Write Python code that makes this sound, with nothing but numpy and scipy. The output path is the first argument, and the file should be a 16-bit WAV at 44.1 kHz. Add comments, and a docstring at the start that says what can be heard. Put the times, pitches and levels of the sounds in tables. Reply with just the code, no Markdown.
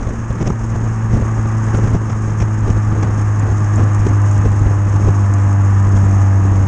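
"""A night road, heard up close from a microphone on the outside of a cruising car.
The revs sag slowly and the exhaust swells into its drone resonance, over the roar of the tyres
and faint ticks of grit. The airstream buffets the microphone: rumble, soft pops, and a hiss
that rings in its little port."""
import sys
import numpy as np
from scipy import signal
from scipy.fft import rfft, irfft, next_fast_len
from scipy.io import wavfile
from scipy.ndimage import uniform_filter1d

SR = 44100
rng = np.random.default_rng(int(sys.argv[2]) if len(sys.argv) > 2 else 0)


def output_pcm(signal):
    """Save a mono or channel-first signal as 16-bit PCM at the path in sys.argv[1].

    Samples are clipped to [-1, 1] before scaling.
    """
    pcm = np.clip(np.atleast_2d(signal).T, -1, 1) * 32767
    wavfile.write(sys.argv[1], SR, np.round(pcm).astype(np.int16))


N = 294147

# engine firing rate as the revs sag: time_s, rate_hz
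FIRING_RATE = [(0, 114.2), (.5, 112.4), (2, 108.8), (3.5, 103.5), (6.67, 96.7)]
# exhaust drone at the firing rate: time_s, level_db
DRONE_LEVEL = [(0, -27.5), (.85, -17), (1.85, -14.5), (2.08, -18), (2.5, -15.5), (4.35, -10.5),
               (4.55, -12.5), (5.5, -10.5), (6.35, -9.5), (6.67, -12)]
# exhaust hum an octave above the drone: time_s, level_db
OCTAVE_LEVEL = [(0, -35), (1.2, -27), (4.2, -33.5), (5.8, -26.5), (6.67, -27)]
# other exhaust tones: firing_multiple, level_at_full_drone_db, loss_at_weakest_drone_db
EXHAUST_ORDERS = [(.5, -42, 3.5), (1.5, -36, 5), (2.5, -44, 12), (3, -31, 17), (3.5, -40, 13),
                  (4, -47.5, 4), (5, -42.5, 13.5), (6, -42, 26.5), (7, -41, 16.5), (8, -44.5, 17),
                  (8.5, -43, 26), (10, -41.5, 19.5)]
# rush of the drive, which sets tyre roar, air hiss and fine grit: time_s, level_db
ROAD_RUSH = [(0, -35.5), (.7, -35), (1.85, -30.5), (1.95, -34.5), (4.1, -30.5), (4.65, -32), (6.1, -31),
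             (6.67, -32)]
# gusts over the microphone: centre_s, rumble_db, half_length_s
WIND_GUSTS = [(0.032, -19.5, 0.076), (0.421, -18, 0.097), (.8, -23, 0.07), (1.164, -20, .05),
              (1.855, -19.5, .14), (2.345, -22.5, 0.089), (2.703, -14, 0.055), (2.995, -19, .09),
              (3.451, -18.5, .06), (3.825, -17, .05), (4.078, -18, 0.046), (4.442, -21, 0.078),
              (4.657, -21, .06), (4.99, -22, 0.15), (6.052, -21.5, 0.12), (6.545, -21.5, 0.14)]
# the hardest eddies to hit it: time_s, thump_db, relative_crack_db, spit_db, half_length_s
HARD_EDDIES = [(.032, -28, -26.5, -38, .004), (.414, -16, -34, -38, .011), (.474, -12.5, -40, -30, 0.0048),
               (.503, -9.5, -17, -36, 0.0041), (.757, -11.5, -39, -49, 0.0045),
               (1.149, -14, -30, -41, 0.025), (1.224, -8, -33, -47, 0.0038),
               (1.459, -13.5, -32, -47, 0.0055), (1.748, -16.5, -19, -38, 0.011),
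               (1.787, -14.5, -26, -45, .01), (1.84, -13.5, -26, -43, 0.015),
               (1.875, -15.5, -21, -40, 0.01), (1.951, -9.5, -24, -38, 0.0094),
               (2.102, -17, -22, -37, .006), (2.13, -17, -22, -39, 0.0045),
               (2.407, -14.5, -27, -30.5, 0.0048), (2.424, -10, -35, -30, .005),
               (2.705, -16, -29, -32, 0.0043), (3.032, -11, -18.5, -31, .0045),
               (3.792, -13, -28.5, -39, .012), (4.069, -10, -27, -32, .004),
               (4.461, -13.5, -30, -37, 0.0071), (5.087, -11, -26, -38, 0.0088),
               (5.966, -23, -24, -35, .005)]
# the largest specks of grit to strike the body: start_s, relative_level_db
LARGE_SPECKS = [(1.772, -27), (3.396, -26), (3.759, -25), (3.947, -23.5), (4.218, -27.5), (4.313, -24),
                (4.379, -28), (5.338, -22), (5.528, -29)]

# Spectra, all with the columns: frequency_hz, relative_density_db
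RUMBLE_SPECTRUM = [(12, -10.5), (25, -5.5), (42, 1), (75, 0), (140, -6), (250, -11), (400, -17.5),
                   (700, -26), (1500, -39.5), (4000, -54)]   # wind on the microphone
HISS_SPECTRUM = [(2000, -14.5), (3300, -20.5), (4300, -28), (4800, -16), (5450, -7), (6000, -9),
                 (6800, -5.5), (7600, -11.5), (8800, -16.5), (9700, -22.5), (10500, -35.5)]   # air around its port
THUMP_SPECTRUM = [(20, 3), (50, 3), (160, 1.5), (260, -9), (420, -11), (700, -22), (1300, -33),
                  (3000, -51.5)]   # an eddy shoving the diaphragm
CRACK_SPECTRUM = [(220, 6), (450, -1), (1100, 9.5), (1800, -6), (3000, -25.5), (5000, -41.5)]   # the eddy's front
SPIT_SPECTRUM = [(900, 9), (2200, 5.5), (3200, -1.5), (4300, -17), (5500, 4), (6500, 3), (7500, -5.5),
                 (10000, -30)]   # its spit of air
TYRE_SPECTRUM = [(100, 6), (300, -6.5), (480, -10), (650, -10), (800, -2.5), (1000, -2), (1170, 2),
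                 (1380, -6), (1700, -5), (2200, -16), (2700, -20), (3400, -31), (4200, -38), (8000, -55.5)]   # tread on the road
TICK_SPECTRUM = [(1500, 10), (3500, -9.5), (7000, 5), (11000, -9)]   # grit on the body


def exhaust(jitter_rad=.034, smear_rad=.4, flutter_db=.5, octave_flutter_db=1.5, order_flutter_db=2):
    """Tones locked to the firing rate; the drone swells as the revs fall toward the pipe resonance."""
    drone_db = in_time(DRONE_LEVEL)
    phase = 2 * np.pi * np.cumsum(in_time(FIRING_RATE)) / SR + jitter_rad * drift(12)
    tones = from_db(drone_db + flutter_db * drift(30)) * np.cos(phase)
    # the octave flattens the crests and sharpens the troughs
    tones -= from_db(in_time(OCTAVE_LEVEL) + octave_flutter_db * drift(4)) * np.cos(2 * phase)
    # the note hardens as it swells: high overtones grow the most
    weakness = (drone_db.max() - drone_db) / np.ptp(drone_db)
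    for order, full_db, loss_db in EXHAUST_ORDERS:   # unequal cylinders give the half orders
        level_db = full_db - loss_db * weakness + order_flutter_db * drift(5.1)
        wander = rng.uniform(0, 2 * np.pi) + smear_rad * drift(8.1)   # moving air smears each line
        tones += from_db(level_db) * np.cos(order * phase + wander)
    return np.sqrt(2) * tones


def airstream(breeze_db=-27):
    """Wind strength at the microphone in dB: gusts on top of a steady breeze."""
    gusts = swells(*np.transpose(WIND_GUSTS))
    return 20 * np.log10(np.hypot(from_db(breeze_db), gusts))


def wind(gust_db, road_db, rumble_lump_db=3.5, hiss_lump_db=.76, hiss_vs_road_db=-15.5, flicker_db=1.7):
    """Lumps of turbulence shake rumble and hiss together; the microphone port rings in the hiss."""
    lumps = drift(36)
    buffeting = from_db(gust_db + rumble_lump_db * lumps) * rng.standard_normal(N)
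    rumble = coloured(buffeting, RUMBLE_SPECTRUM)
    hiss_gain = from_db(road_db + hiss_vs_road_db + hiss_lump_db * lumps + flicker_db * drift(42))
    port_ring = unit_rms(coloured(ringing_noise(pitch_hz=6467, width_hz=220), HISS_SPECTRUM))
    return rumble + hiss_gain * (noise(HISS_SPECTRUM) + port_ring)


def eddies(gust_db, crack_gain_db=-2.5, crack_decay_s=.0048, ragged_db=3.5):
    """Each eddy shoves the diaphragm, cracks at its front and spits air across the port."""
    # lesser eddies come at random, as strong as the wind of the moment; columns as in HARD_EDDIES
    lesser = [(time_s, db - 3, db - 10, db - 25.5, .005)
              for time_s, db in scattered(gust_db, spread_db=2.5, count=70)]
    times_s, thump_db, crack_db, spit_db, half_lengths_s = np.vstack([HARD_EDDIES, lesser]).T
    thump = swells(times_s, thump_db, half_lengths_s) * even_noise(THUMP_SPECTRUM, window_samples=400)
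    crack_envelope = bursts(times_s, crack_db + crack_gain_db, crack_decay_s)
    crack = crack_envelope * even_noise(CRACK_SPECTRUM, window_samples=120)
    spit_envelope = swells(times_s, spit_db, half_lengths_s) * from_db(ragged_db * drift(460))
    return thump + crack + spit_envelope * noise(SPIT_SPECTRUM)


def tyres(road_db, above_road_db=2, grain_db=.67):
    """Tread roar with a hump near a kilohertz, unsteady with the grain of the road."""
    return from_db(road_db + above_road_db + grain_db * drift(34)) * noise(TYRE_SPECTRUM)


def grit(road_db, gain_db=-9.5, fine_vs_road_db=-2.5, decay_s=.003):
    """Specks thrown up from the road tick on the body: a few large ones in a faint, bright chatter."""
    fine_specks = scattered(road_db + fine_vs_road_db, spread_db=1.5, count=50)
    starts_s, levels_db = np.vstack([LARGE_SPECKS, fine_specks]).T
    ring = ringing_noise(pitch_hz=6840, width_hz=1300)
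    return coloured(bursts(starts_s, levels_db + gain_db, decay_s) * ring, TICK_SPECTRUM)


def from_db(db):
    """Decibels to gain."""
    return 10 ** (np.asarray(db) / 20)


def unit_rms(x):
    """Scale to unit rms."""
    return x / np.sqrt(np.mean(x ** 2) + 1e-20)


def in_time(curve):
    """A value for every sample, on straight lines between rows of time_s, value."""
    return np.interp(np.arange(N) / SR, *np.transpose(curve))


def drift(rate_hz):
    """Smooth random wander of unit rms that changes about rate_hz times a second."""
    size = next_fast_len(N)
    hz = np.fft.rfftfreq(size, 1 / SR)
    slow_spectrum = rfft(rng.standard_normal(size)) / (1 + (hz / rate_hz) ** 2)
    return unit_rms(irfft(slow_spectrum, size)[:N])


def coloured(x, spectrum):
    """Filter by a spectrum table, rolling off past its ends and keeping the power of white noise."""
    points_hz, db = np.transpose(spectrum)
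    size = next_fast_len(N + SR // 4)
    hz = np.maximum(np.fft.rfftfreq(size, 1 / SR), 1)
    gain = from_db(np.interp(np.log(hz), np.log(points_hz), db))
    gain *= np.minimum(hz / points_hz[0], 1) ** 2 * np.minimum(points_hz[-1] / hz, 1) ** 2
    return irfft(rfft(x, size) * unit_rms(gain), size)[:N]


def noise(spectrum):
    """Steady noise of about unit rms with this spectrum."""
    return coloured(rng.standard_normal(N), spectrum)


def even_noise(spectrum, window_samples):
    """Noise held to an even strength from one window to the next."""
    x = noise(spectrum)
    local_power = uniform_filter1d(x ** 2, size=window_samples)
    return unit_rms(x / np.sqrt(local_power + 1e-3))


def ringing_noise(pitch_hz, width_hz):
    """White noise through one resonance, at unit rms."""
    radius = np.exp(-np.pi * width_hz / SR)
    feedback = [1, -2 * radius * np.cos(2 * np.pi * pitch_hz / SR), radius ** 2]
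    return unit_rms(signal.lfilter([1, 0, -1], feedback, rng.standard_normal(N)))


def swells(centres_s, levels_db, half_lengths_s):
    """An envelope of bell-shaped swells that add in power."""
    t, power = np.arange(N) / SR, np.zeros(N)
    for centre_s, db, half_s in zip(centres_s, levels_db, half_lengths_s):
        near = slice(max(0, int((centre_s - 4 * half_s) * SR)), int((centre_s + 4 * half_s) * SR))
        power[near] += from_db(db) ** 2 * np.exp(-((t[near] - centre_s) / half_s) ** 2)
    return np.sqrt(power)


def bursts(starts_s, levels_db, decay_s):
    """An envelope that jumps up at each start and dies away."""
    hits = np.zeros(N)
    hits[(starts_s * SR).astype(int)] = from_db(levels_db)
    return signal.lfilter([1], [1, -np.exp(-1 / (decay_s * SR))], hits + 1e-18)


def scattered(level_db, spread_db, count):
    """Chance events whose strength follows a level curve, as rows of time_s, level_db."""
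    at = rng.integers(0, N - 1, count)
    deviation_db = spread_db * np.clip(rng.standard_normal(count), -2, 2)
    return np.column_stack([at / SR, level_db[at] + deviation_db])


def scene():
    """Everything meets at the one microphone on the car's body."""
    road_db, gust_db = in_time(ROAD_RUSH), airstream()
    mix = exhaust() + tyres(road_db) + wind(gust_db, road_db) + eddies(gust_db) + grit(road_db)
    return mix[None, :]


def record(dry, cutoff_hz=10500):
    """The strongest buffets are rounded off, and the top is cut."""
    rounded = dry / (1 + dry ** 6) ** (1 / 6)
    low_pass = signal.ellip(10, .3, 70, cutoff_hz, fs=SR, output="sos")
    return signal.sosfilt(low_pass, rounded)


dry = scene()
out = record(dry)
output_pcm(out)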